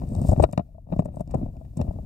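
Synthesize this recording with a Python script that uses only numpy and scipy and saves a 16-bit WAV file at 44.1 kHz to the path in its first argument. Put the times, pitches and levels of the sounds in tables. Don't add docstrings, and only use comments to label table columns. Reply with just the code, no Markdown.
import sys
import numpy as np
from scipy import signal
from scipy.fft import rfft, irfft
from scipy.io import wavfile

SR = 44100
rng = np.random.default_rng(int(sys.argv[2]) if len(sys.argv) > 2 else 0)


def to_wav(s):
    ch = np.atleast_2d(s).T
    pcm = np.round(np.clip(ch, -1, 1) * 32767)
    wavfile.write(sys.argv[1], SR, pcm.astype(np.int16))


def how_loud(loudness_db):
    steps = np.asarray(loudness_db, float) / 20
    return 10 ** steps


N = 90625

# time in seconds, water push in dB, glove rub in dB.
HAND = [(0,-33,-65.5), (0.118,-29.5,-64.5), (.31,-22.5,-51.5), (0.36,-29.5,-63), (0.442,-16.5,-53),
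        (0.463,-33.5,-72), (0.632,-51,-83.5), (0.868,-57.5,-95.5), (.92,-29.5,-73), (1.11,-41.5,-85),
        (1.213,-37.5,-66), (1.231,-49,-85.5), (1.372,-28,-67), (1.503,-42.5,-78.5), (1.752,-47,-78),
        (1.778,-30,-68.5), (2.05,-37.5,-72.5)]
# frequency in Hz, level in dB per Hz.
HISS_COLOUR = [(1200, 3), (5000, -4.5), (15000, -2.5)]
# frequency in Hz, level in dB per Hz.
RUMBLE_COLOUR = [(15, -21), (25, 1), (81, -1.5), (145, -7), (300, -25), (390, -53), (660, -120)]
# start in seconds, level in dB, frequency in Hz.
SHOVES = [
    (0.17,-19.5,90.4),
    (0.289,-11.5,74.4),
    (0.324,-16.5,82.4),
    (0.4,-14.5,87.5),
    (0.987,-35,100.5),
    (1.43,-22,104),
    (1.82,-27.5,80.2),
    (1.881,-25.5,72.3),
]
# start in seconds, level in dB, fading time in seconds, colour in Hz.
GRIT_TICKS = [(.008,-40,0.0012,4470), (0.0747,-44,.0007,6060), (0.089,-42,.001,8500), (.106,-47,.001,7050),
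              (.1236,-50,.001,6000), (.1346,-51,.001,8200), (0.149,-39.5,0.0026,5900),
              (0.163,-44,0.0024,8300), (0.246,-44,0.0023,8000), (.272,-38,.002,7500),
              (0.331,-39,0.0017,7800), (0.512,-41,0.0011,6500), (.903,-55.5,0.0011,2900),
              (0.965,-44,0.0012,5000), (1.172,-54,0.0012,8200), (1.195,-50.5,.002,8300),
              (1.567,-47.5,.001,2880), (1.65,-49,0.0016,2340), (0.445,-43,0.0022,5100),
              (0.215,-36,0.0023,8300), (0.285,-33,0.0036,7400), (0.294,-31,0.0023,8300),
              (0.313,-37,0.0039,7260), (0.399,-42,0.003,5950), (0.426,-31,0.0042,5070),
              (0.44,-33,0.0018,6070), (.526,-36.5,0.0032,8100), (0.577,-33.5,0.0016,5500),
              (0.993,-45,0.0039,8000), (1.056,-47,0.0033,8300), (1.206,-44.5,0.0038,8300),
              (1.275,-47,0.0021,4650), (1.31,-43,0.0037,5900), (1.344,-39,0.0021,6950),
              (1.769,-42,0.0064,7340), (1.813,-28.5,0.0022,3600), (0.986,-46,.001,7000),
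              (1.004,-55,0.0018,7400), (1.023,-50.5,.001,3900), (1.048,-50,0.0025,8300),
              (1.158,-53.5,.003,8400)]
# time in seconds, ring in dB, then thump and click in dB above the ring.
KNOCKS = [(0.019, -25.5, -6, -26), (0.216, -24.5, 9.5, -50), (0.249, -24, 7, -44), (0.291, -16, -1, -44),
          (0.307, -37, -17, -41), (0.3195, -14, -0.5, -46), (0.329, -14.5, 1.5, -49),
          (0.334, -19.5, -24, -48), (0.363, -29, -6, -16), (0.377, -25.5, 10, -48), (0.385, -24, 7, -45),
          (0.4003, -6, -28, -35), (0.4245, -21.5, -0.5, -14), (0.428, -24, -13, -25),
          (0.433, -16.5, 1, -26.5), (0.439, -3.5, -24, -17), (0.445, -17, -8.5, -41), (0.49, -30.5, 0, -30),
          (0.532, -25, 1, -15), (0.577, -12, 0.5, -14.5), (0.595, -17.5, 0, -24), (0.925, -20, -0.5, -24),
          (0.931, -27.5, 8, -38), (0.9357, -23.5, 1, -28), (0.964, -29.5, 9, -32.5), (0.992, -11.5, 3, -27),
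          (1.022, -27, -15.5, -37), (1.057, -24, 0, -28), (1.17, -27, 1.5, -37.5), (1.208, -21.5, 0, -34),
          (1.308, -42, 2, -8), (1.317, -38.5, 1, -17.5), (1.343, -16.5, -21, -30.5),
          (1.347, -16.5, -23, -48), (1.351, -25.5, 12.5, -41), (1.355, -20, -22, -48),
          (1.374, -31.5, 6, -43), (1.611, -52, 13, -44), (1.772, -29.5, 8.5, -47), (1.792, -27, 6.5, -32),
          (1.814, -20, -5, -24.5), (1.91, -29, 1.5, -37)]
# time in seconds, ring in dB, thump in dB above the ring.
PEBBLES = [(0.036, -29, 4), (0.117, -37.5, 12.5), (0.152, -27.5, 4), (0.186, -31, 5), (0.605, -28.5, -6),
           (0.871, -43.5, -2), (0.889, -42, -3), (0.902, -37.5, 3.5), (0.917, -37, 3), (1.003, -36.5, 12),
           (1.087, -33.5, -3), (1.144, -38.5, 0.5), (1.198, -30.5, -4.5), (1.275, -44, 6), (1.295, -38, -5),
           (1.39, -36, 4), (1.414, -31.5, 6.5), (1.429, -31.5, 9.5), (1.462, -32, 1), (1.485, -38.5, 2.5),
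           (1.569, -46.5, 7.5), (1.65, -45, -15), (1.8, -21, 1.5), (1.867, -40.5, -3), (1.881, -29.5, 1.5)]
# start in seconds, level in dB, length in seconds.
SQUEAKS = [
    (.04,-55.5,0.29),
    (.235,-46,0.11),
    (.421,-30,0.021),
    (.45,-69,.08),
    (1.12,-64.5,0.077),
    (1.18,-71,.045),
]
# start in seconds, level in dB, length in seconds.
ROLLS = [
    (0.741,-49,0.019),
    (0.781,-40.5,0.0019),
    (.66,-59.5,0.061),
    (1.546,-46,0.035),
    (1.609,-41,0.014),
    (1.903,-39,0.012),
    (1.93,-43,0.017),
    (1.984,-35.5,0.0096),
]

# frequency in Hz, time to fade by 60 dB in seconds, left level in dB, right level in dB.
THUMP_MODES = [(169, 0.038, -1, -6.5), (238.2, 0.022, -9.5, -2.5), (326, 0.012, -53.5, -25.5)]
RING_MODES = [(404, 0.032, -5.5, -6.5), (507.5, 0.011, 5.5, -19), (599.7, 0.029, 11, -14),
              (643, 0.022, 10, -21.5), (690, 0.077, -6, -21.5)]
EDGE_MODES = [(1025, 0.011, 3, -27.5), (1178, 0.017, -4, -18.5), (1400, 0.014, -17.5, -35.5)]
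CLICK_MODES = [(1868, 0.02, -2, -8.5), (2418, 0.0094, -1, -9), (2720, 0.0072, -2, -13.5),
               (3770, 0.011, -2.5, -13)]
TICK_MODES = [(5360, 0.0011, 2, 8), (7350, 0.0031, 2.5, -2.5), (8300, 0.006, -2, -8),
              (10800, 0.0015, -2, -19.5), (12000, 0.0023, -2.5, -20.5)]
SQUEAK_MODES = [(8300, 0.014, 2.5, -4), (7400, 0.0039, -17.5, -15)]
HUM_MODES = [(655, .04, 0, -20)]
# frequency in Hz, width in Hz.
DEAD_SPOTS = [(1380, 34), (1600, 265), (2080, 213), (3200, 280), (4150, 110)]


def evened(x):
    return x / np.sqrt(np.mean(x ** 2) + 1e-20)


def shaped_noise(points):
    hz = np.fft.rfftfreq(N, 1 / SR) + 1
    f, db = np.transpose(points)
    beyond = np.maximum(np.maximum(hz / f[-1], f[0] / hz), 1)
    level = np.interp(np.log(hz), np.log(f), db) - 30 * np.log2(beyond)
    return evened(irfft(rfft(rng.standard_normal((2, N))) * how_loud(level), N))


def wander(per_s):
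    knots = rng.standard_normal(2000)
    return np.interp(np.arange(N) * per_s / SR, np.arange(2000), knots)


def hand(column):
    rows = np.array(HAND)
    return np.interp(np.arange(N) / SR, rows[:, 0], rows[:, column])


def grains(per_s, spread_db):
    draw = rng.random((3, N))
    size = how_loud(spread_db * np.minimum(-np.log(draw[0] + 1e-9), 4))
    happens = draw[2] < per_s / SR
    return evened(size * np.sign(draw[1] - 0.5) * happens)


def apart(make, share):
    left, other = make(), make()
    return np.array([left, np.sqrt(1 - share ** 2) * left + share * other])


def strokes(rows, lean):
    t = np.arange(N) / SR
    force = np.zeros(N)
    for s, db, length in rows:
        progress = np.clip((t - s) / length, 0, 1)
        force += how_loud(db - 23) * np.sin(np.pi * progress ** lean)
    return force


def blows(times, db, count=5, less_db=0, lead_s=0):
    rattle_s, rattle_db = 0.006, -3
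    out, draw = np.zeros(N + SR), rng.random((len(times), count, 3))
    np.add.at(out, np.round(times * SR).astype(int), how_loud(db))
    delay = np.cumsum(0.0006 - rattle_s * np.log(draw[..., 0] + 1e-9) / 2, axis=1)
    level = db[:, None] + rattle_db - less_db - 4.55 * draw[..., 1] - 930 * delay
    size = how_loud(level) * np.sign(draw[..., 2] - 0.5)
    start = np.maximum(times[:, None] + delay - lead_s, 0)
    np.add.at(out, np.round(start * SR).astype(int), size)
    return out[:N]


def housing(force, modes, soft_hz=None, over_hz=None):
    t = np.arange(4096) / SR
    ring = np.zeros((2, len(t)))
    for hz, t60, left_db, right_db in modes:
        ring += how_loud(np.array([[left_db], [right_db]]) - 60 * t / t60) * np.sin(2 * np.pi * hz * t)
    if soft_hz:
        ring = signal.sosfilt(signal.bessel(4, soft_hz, fs=SR, output="sos", norm="mag"), ring)
    if over_hz:
        ring = signal.sosfilt(signal.butter(3, over_hz, "high", fs=SR, output="sos"), ring)
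    ring = ring / abs(ring.mean(0)).max()
    return signal.oaconvolve(np.atleast_2d(force), ring, axes=1)[:, :N]


def hiss():
    return how_loud(-80 + 0.53 * (hand(column=2) + 86.5)) * shaped_noise(HISS_COLOUR)


def water():
    a, b = shaped_noise(RUMBLE_COLOUR)
    push = 0.63 * hand(column=1) - 11.5 + 0.5 * wander(4.7)
    out = how_loud(push) * np.array([a, 1.05 * a + 0.24 * b])
    for s, db, hz in SHOVES:
        cycles = np.arange(0, 4, hz / SR)
        swell = np.minimum(4 * cycles, 1) * np.exp(-cycles / 2.12 * 2)
        shove = how_loud(db + 7) * np.sin(2 * np.pi * cycles) * swell
        part = out[:, round(s * SR):][:, :len(cycles)]
        part += shove[:part.shape[1]]
    return out * how_loud([[1.9], [-2.5]])


def glove_rub():
    fizz = apart(lambda: grains(2000, 5.5), 0.55)
    rub = how_loud(hand(column=2) + 1.7 * wander(52)) * fizz
    return housing(how_loud(-12.5) * rub, TICK_MODES, over_hz=3270)


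def grit():
    force, t = np.zeros((2, N + 2000)), np.arange(2000) / SR
    sand = np.pad(apart(lambda: grains(6000, 4.0), 0.55), ((0, 0), (0, 2000)))
    for s, db, spread, hz in GRIT_TICKS:
        at = slice(round(s * SR), round(s * SR) + 2000)
        swell = np.minimum(t / 0.00076, 1) * np.exp(-t / max(spread, 0.0003))
        burst = how_loud(db - 9.0) * swell * sand[:, at]
        force[:, at] += signal.lfilter(*signal.iirpeak(hz, 1.6, fs=SR), burst)
    force = force[:, :N]
    ticks = housing(force, TICK_MODES, over_hz=3270)
    return ticks + 0.35 * housing(force, CLICK_MODES, over_hz=1470)


def stones():
    (s, db, low, top), (ps, pdb, plow) = np.transpose(KNOCKS), np.transpose(PEBBLES)
    push = hand(column=1)

    def ring_force():
        struck = blows(s, db, less_db=0.5, lead_s=0.004007) + blows(ps, pdb, lead_s=0.006)
        return struck + how_loud(push - 33.5 + 0.65 * wander(25.0)) * grains(500, 3.2)

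    def click_force():
        struck = blows(s, db + top, less_db=4.0, lead_s=0.003) + blows(ps, pdb - 29)
        return struck + how_loud(push - 56.5 + 2.5 * wander(44)) * grains(1200, 6.7)

    thump = blows(s, db + low + 1.0, less_db=13.0, lead_s=0.0044) + blows(ps, pdb + plow + 3.5)
    thump += how_loud(push - 27.5) * grains(400, 3.5)
    edge = blows(s, db + 0.41 * top - 4.0, less_db=7.0) + blows(ps, pdb - 25.0)
    out = housing(thump, THUMP_MODES, soft_hz=537, over_hz=61.8)
    out += housing(apart(ring_force, 1.0), RING_MODES, soft_hz=933)
    out += housing(edge, EDGE_MODES, soft_hz=1480, over_hz=766)
    return out + housing(apart(click_force, 0.91), CLICK_MODES, over_hz=1420)


def squeaks():
    force = strokes(SQUEAKS, 1) * how_loud(2.8 * wander(90)) * grains(6600, 5.9)
    return housing(force, SQUEAK_MODES, over_hz=6500)


def rolls():
    force = strokes(ROLLS, 0.68) * grains(3000, 2.5)
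    return housing(force, HUM_MODES, soft_hz=805, over_hz=435)


def late(x):
    lag_s = 0.00036
    return np.array([x[0], np.pad(x[1], (round(lag_s * SR), 0))[:N]])


def scene():
    low = late(water() + stones() + rolls())
    return hiss() + low + glove_rub() + grit() + squeaks()


def band_limit(x):
    return signal.sosfilt(signal.butter(12, 16120, fs=SR, output="sos"), x)


def record(dry):
    out = dry
    for hz, width in DEAD_SPOTS:
        out = signal.lfilter(*signal.iirnotch(hz, hz / width, fs=SR), out)
    out = signal.sosfilt(signal.butter(3, 26, "high", fs=SR, output="sos"), out)
    out = signal.sosfilt(signal.cheby1(8, 0.5, 15600, fs=SR, output="sos"), out)
    return band_limit(out)


dry = scene()
out = record(dry)
to_wav(out)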